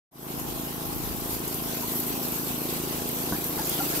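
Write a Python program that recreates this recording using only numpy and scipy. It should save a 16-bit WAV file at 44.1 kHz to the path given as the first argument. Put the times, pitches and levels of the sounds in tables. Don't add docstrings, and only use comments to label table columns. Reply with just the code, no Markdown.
import sys
import numpy as np
from scipy import signal
from scipy.fft import rfft, irfft
from scipy.io import wavfile
from scipy.ndimage import map_coordinates

SR = 44100
rng = np.random.default_rng(int(sys.argv[2]) if len(sys.argv) > 2 else 0)


def persist_wave(psi):
    counts = np.round(np.clip(psi, -1, 1) * 32767).astype(np.int16)
    wavfile.write(sys.argv[1], SR, np.atleast_2d(counts).T)


N = 176400

# time_s, rate_hz
FIRING_RATE = [(0.0, 27.214), (0.45, 27.204), (0.7, 27.42), (0.95, 27.05), (1.33, 27.645), (1.62, 27.083),
               (1.8, 26.791), (2.15, 27.32), (2.9, 27.273), (3.5, 27.43), (3.78, 26.75), (4.0, 27.485)]
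# firing_multiple, level_db
EXHAUST_PARTIALS = [(1, -22), (2, -12), (3, -12), (4, -18), (5, -2), (6, -2), (7, -6), (8, -9), (9, 0),
                    (10, -7), (11, -.5), (12, -4), (13, -3), (14, -8), (15, -5), (16, -8), (17, -17),
                    (18, -8), (19, -17)]
# delay_s, gain
EXHAUST_REBOUNDS = [(.0133, .27), (.0169, .3), (.0206, .2), (.0245, .36)]
# time_s, gain_db
BOOM_GAIN = [(.4, 1.5), (1.1, -0.5), (1.5, -1.5), (1.9, 4), (2.7, 3), (3.1, 0.5), (4, -16)]
# freq_hz, partial_db
CLATTER_SPECTRUM = [(545, -79), (620, -68), (682, -54.5), (725, -69), (815, -55), (960, -66), (1080, -57.5),
                    (1200, -82), (1600, -67.5)]
# freq_hz, density_db
CHURN_SPECTRUM = [(60, -103), (180, -71), (240, -67), (560, -75.5), (680, -74.5), (820, -72), (950, -73),
                  (1090, -77), (1350, -76.5), (1900, -90), (4000, -105)]
# freq_hz, density_db
HISS_SPECTRUM = [(500, -73.5), (1300, -79), (1900, -79.5), (2800, -76), (7000, -77.5), (8300, -76),
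                 (9700, -77), (15000, -76.5)]
# time_s, gain_db
JET_GAIN = [(.3, -6), (.8, -4.5), (1.24, -4), (1.35, 0), (1.41, -3), (1.6, -2), (2.05, -1), (3.3, -0.7),
            (3.62, 0), (3.72, 3), (3.84, 2), (3.92, 4), (4, 3.5)]
# freq_hz, density_db
SPATTER_SPECTRUM = [(7500, -101.5), (10000, -81), (11300, -72), (12700, -66.5), (14000, -69),
                    (15500, -78.5)]
# time_s, gain_db
SPATTER_GAIN = [(.3, -7.5), (.7, -6), (1.22, -4.5), (1.35, 0.5), (1.4, -7.5), (1.56, -2), (1.75, -3.5),
                (2.02, 1), (2.18, -3.5), (2.33, -0.5), (2.9, -5), (3.15, -2), (3.55, -1.5), (3.82, 0),
                (3.95, 1)]
# freq_hz, density_db
WIND_SPECTRUM = [(20, -87), (60, -71.5), (115, -74), (600, -100)]
# time_s, gain_db
WIND_GAIN = [(.3, -2), (.48, 11.5), (.65, -1), (1.05, 14), (1.5, 4), (1.7, 0), (3.1, 3), (4, -7)]
# start_s, level_db
GRIT_TICKS = [(0.395, -29), (1.477, -24.5), (1.5415, -26), (2.0005, -22.5), (2.3192, -26), (3.0887, -26),
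              (3.44, -25), (3.6705, -27), (3.693, -19.5)]
# freq_hz, relative_db
TICK_SPECTRUM = [(2000, -56), (7000, 7), (8500, 8), (9700, 6.5), (11300, 12), (13500, 20), (15500, -18)]
# start_s, level_db, pitch_hz, glide_hz_per_s, attack_s
AIR_POCKETS = [(1.829, -31, 915, 4200, .005), (3.587, -28, 810, 5000, .008), (3.783, -31, 630, 4500, .012),
               (3.801, -28, 775, 1800, .009), (3.796, -30.5, 1410, -2000, .009)]
# start_s, level_db, attack_s
SAND_LUMPS = [(3.329, -37, 0.011), (3.577, -37.5, 0.014), (3.789, -47, 0.012), (3.897, -38, .037)]
# freq_hz, width_hz, relative_db
HOPPER_MODES = [(550, 240, 1), (816, 170, -2), (1410, 140, -2), (1646, 180, 2.5)]
# start_s, level_db
STONE_KNOCKS = [(3.3235, -22), (3.334, -28), (3.578, -32)]
# freq_hz, relative_db
KNOCK_PARTIALS = [(212, -2), (305, -1), (700, -8), (985, -9), (1104, -11), (1480, -9)]
# freq_hz, coherence
STEREO_COHERENCE = [(50, 0.3), (130, 0), (240, 1), (400, 0.27), (700, 0.16), (2600, 0.07), (15000, 0.07)]

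LEFT_LAG_S = 0.000368
EAR_LAG_S = np.array([[LEFT_LAG_S], [0]])


def from_db(db):
    return 10 ** (np.asarray(db) / 20)


def unit_rms(x):
    return x / np.sqrt(np.mean(x ** 2) + 1e-20)


def seconds():
    return np.arange(N) / SR


def in_time(rows):
    return np.interp(seconds(), *np.transpose(rows))


def at_hz(rows, hz):
    freq_hz, value = np.transpose(rows)
    return np.interp(np.log(np.maximum(hz, 1)), np.log(freq_hz), value)


def stereo_noise():
    return rng.standard_normal((2, N))


def colour(x, spectrum):
    gain = from_db(at_hz(spectrum, np.fft.rfftfreq(N, 1 / SR))) * np.sqrt(SR / 2)
    return irfft(rfft(x) * gain, N)


def drift(rate_hz, hop=40):
    pole = np.exp(-2 * np.pi * rate_hz * hop / SR)
    slow = signal.lfilter([1], [1, -2 * pole, pole * pole], rng.standard_normal(N // hop + 2002))[2000:]
    return np.interp(np.arange(N) / hop, np.arange(len(slow)), unit_rms(slow))


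def resonate(x, hz, width_hz):
    r = np.exp(-np.pi * width_hz / SR)
    feedback = [1, -2 * r * np.cos(2 * np.pi * hz / SR), r * r]
    return signal.lfilter(np.array([1, 0, -1]) * (1 - r * r) / 2, feedback, x + 1e-18)


def spread(pair):
    hz = np.fft.rfftfreq(N, 1 / SR)
    coherence = np.clip(at_hz(STEREO_COHERENCE, hz), 0, .98)
    mid, side = rfft(pair) * np.sqrt([(1 + coherence) / 2, (1 - coherence) / 2])
    return irfft([(mid + side) * np.exp(-2j * np.pi * hz * LEFT_LAG_S), mid - side], N)


def pan(left_db):
    return from_db([[left_db / 2], [-left_db / 2]])


def impacts(per_s, size_db):
    return (rng.random(N) < per_s / SR) * from_db(size_db * np.minimum(rng.exponential(1, N), 4))


def burst(start_s, attack_s, decay_s):
    age_s = seconds() - start_s
    return np.clip(age_s / attack_s, 0, 1) * np.exp(-np.maximum(age_s - attack_s, 0) / decay_s)


def splash_envelope(per_s, size_db, decay_s):
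    power = signal.lfilter([1], [1, -np.exp(-2 / (decay_s * SR))], impacts(per_s, size_db) ** 2 + 1e-18)
    return unit_rms(np.sqrt(power))


def exhaust(angle_rad, mean_hz, level_db=-44, boom_multiple=9):
    out = 0
    for k, partial_db in EXHAUST_PARTIALS:
        rebounds = sum(gain * np.exp(-2j * np.pi * k * mean_hz * s) for s, gain in EXHAUST_REBOUNDS)
        phase_rad = np.angle(1 + rebounds) + rng.normal(0, .1, (2, 1))
        boom_db = in_time(BOOM_GAIN) if k == boom_multiple else 0
        brighten_db = 0.095 * k * (seconds() - 2)
        waver_db = 1.04 * drift(rate_hz=1.7)
        gain = from_db(level_db + partial_db + boom_db + brighten_db + waver_db)
        out += gain * np.cos(k * angle_rad + phase_rad)
    return np.sqrt(2) * out


def clatter(angle_rad, mean_hz, waver_db=3.0):
    out = 0
    for k in range(len(EXHAUST_PARTIALS) + 1, 58):
        gain = from_db(at_hz(CLATTER_SPECTRUM, k * mean_hz) + waver_db * drift(rate_hz=3.9))
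        out += gain * np.cos(k * angle_rad + rng.uniform(0, 2 * np.pi, (2, 1)))
    return np.sqrt(2) * out


def puff(since_firing_s, centre_hz=308, width_hz=250, decay_s=0.01, level_db=-44.5, rise_db_per_s=2.5):
    gas = np.exp(-since_firing_s / decay_s) * rng.standard_normal(N)
    band = resonate(resonate(gas, centre_hz, width_hz), centre_hz, width_hz)
    return unit_rms(band) * from_db(level_db + rise_db_per_s * (seconds() - 2.5))


def engine(first_firing_cycles=.291):
    mean_hz = np.mean(np.array(FIRING_RATE)[:, 1])
    cycles = np.cumsum(in_time(FIRING_RATE)) / SR - first_firing_cycles - mean_hz * EAR_LAG_S
    angle_rad = 2 * np.pi * cycles
    return exhaust(angle_rad, mean_hz) + clatter(angle_rad, mean_hz) + puff(cycles[1] % 1 / mean_hz)


def churn(surge_db=0.35, rise_db_per_s=0.8):
    slosh = splash_envelope(per_s=780, size_db=2.0, decay_s=0.0079)
    slosh *= from_db(surge_db * drift(rate_hz=5.7))
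    water = colour(unit_rms(slosh * stereo_noise()), CHURN_SPECTRUM)
    return spread(water * from_db(rise_db_per_s * (seconds() - 2)))


def bubbles(per_s=240, q=10.5, bands=16, level_db=-50, fall_db_per_s=2.5):
    ring = 0
    for hz in np.geomspace(620, 1150, bands):
        births = impacts(per_s / bands, size_db=2.5) * stereo_noise()
        ring += resonate(births, hz, hz / q) / hz
    return spread(unit_rms(ring) * from_db(level_db - fall_db_per_s * (seconds() - 2)))


def splashes(per_s, size_db, decay_s, wash):
    envelope = np.hypot(splash_envelope(per_s, size_db, decay_s), wash)
    return unit_rms(envelope * stereo_noise())


def shimmer(x, depth_db=2.3, patch_hz=330, patch_s=.045):
    hz, time_s, cells = signal.stft(x, SR, nperseg=512)
    grid = np.array(np.meshgrid(hz / patch_hz, time_s / patch_s, indexing="ij"))
    flicker_db = depth_db * map_coordinates(rng.standard_normal(cells[0].shape), grid)
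    return signal.istft(cells * unit_rms(from_db(flicker_db)), SR)[1][:, :N]


def spray():
    hiss = colour(splashes(per_s=440, size_db=1.0, decay_s=0.02, wash=0.44), HISS_SPECTRUM)
    spatter = colour(splashes(per_s=230, size_db=-0.5, decay_s=0.011, wash=0.67), SPATTER_SPECTRUM)
    hiss = shimmer(spread(hiss)) * from_db(in_time(JET_GAIN)) * pan(left_db=-0.4)
    return hiss + spatter * from_db(in_time(SPATTER_GAIN)) * pan(left_db=2.0)


def droplets(per_s=420, q=52, bands=36, level_db=-47.5):
    pings = 0
    for hz in np.geomspace(1500, 8500, bands):
        strikes = impacts(per_s / bands, size_db=3.0)
        hits = np.flatnonzero(strikes)
        place_rad = rng.uniform(0, 2 * np.pi, len(hits))
        panned = np.zeros((2, N))
        panned[:, hits] = strikes[hits] * np.array([np.cos(place_rad), np.sin(place_rad)])
        pings += resonate(panned, hz, hz / q)
    return from_db(level_db + in_time(JET_GAIN)) * unit_rms(pings)


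def wind():
    return spread(colour(stereo_noise(), WIND_SPECTRUM)) * from_db(in_time(WIND_GAIN)) * pan(left_db=5.0)


def grit(attack_s=0.002, decay_s=0.0036):
    envelope = sum(from_db(db) * burst(start_s, attack_s, decay_s) for start_s, db in GRIT_TICKS)
    return envelope * unit_rms(colour(stereo_noise(), TICK_SPECTRUM)) * pan(left_db=1.2)


def plops(decay_s=.011):
    out = 0
    for start_s, level_db, pitch_hz, glide_hz_per_s, attack_s in AIR_POCKETS:
        age_s = seconds() - start_s - EAR_LAG_S
        cycles = (pitch_hz + glide_hz_per_s * age_s / 2) * age_s[1]
        out += from_db(level_db) * burst(start_s, attack_s, decay_s) * np.sin(2 * np.pi * cycles)
    return out


def sand(decay_s=0.029):
    envelope = sum(from_db(db) * burst(start_s, attack_s, decay_s) for start_s, db, attack_s in SAND_LUMPS)
    ring = 0
    for hz, width_hz, db in HOPPER_MODES:
        mode = resonate(resonate(stereo_noise(), hz, width_hz), hz, 2 * width_hz)
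        ring += from_db(db) * unit_rms(mode)
    return envelope * unit_rms(spread(ring))


def stones(t60_s=.075):
    out = 0
    for start_s, level_db in STONE_KNOCKS:
        age_s = np.maximum(seconds() - start_s, 0)
        ring = sum(from_db(db) * np.sin(2 * np.pi * hz * age_s) for hz, db in KNOCK_PARTIALS)
        out -= from_db(level_db - 60 * age_s / t60_s) * ring
    return out


def scene():
    running = engine() + churn() + bubbles() + spray() + droplets() + wind()
    return running + grit() + plops() + sand() + stones()


def record(dry, fade_start_s=0.11, fade_s=0.24, cutoff_hz=15650):
    fade = np.clip((seconds() - fade_start_s) / fade_s, 0, 1)
    return signal.sosfilt(signal.ellip(20, .1, 80, cutoff_hz, fs=SR, output="sos"), dry * fade)


dry = scene()
out = record(dry)
persist_wave(out)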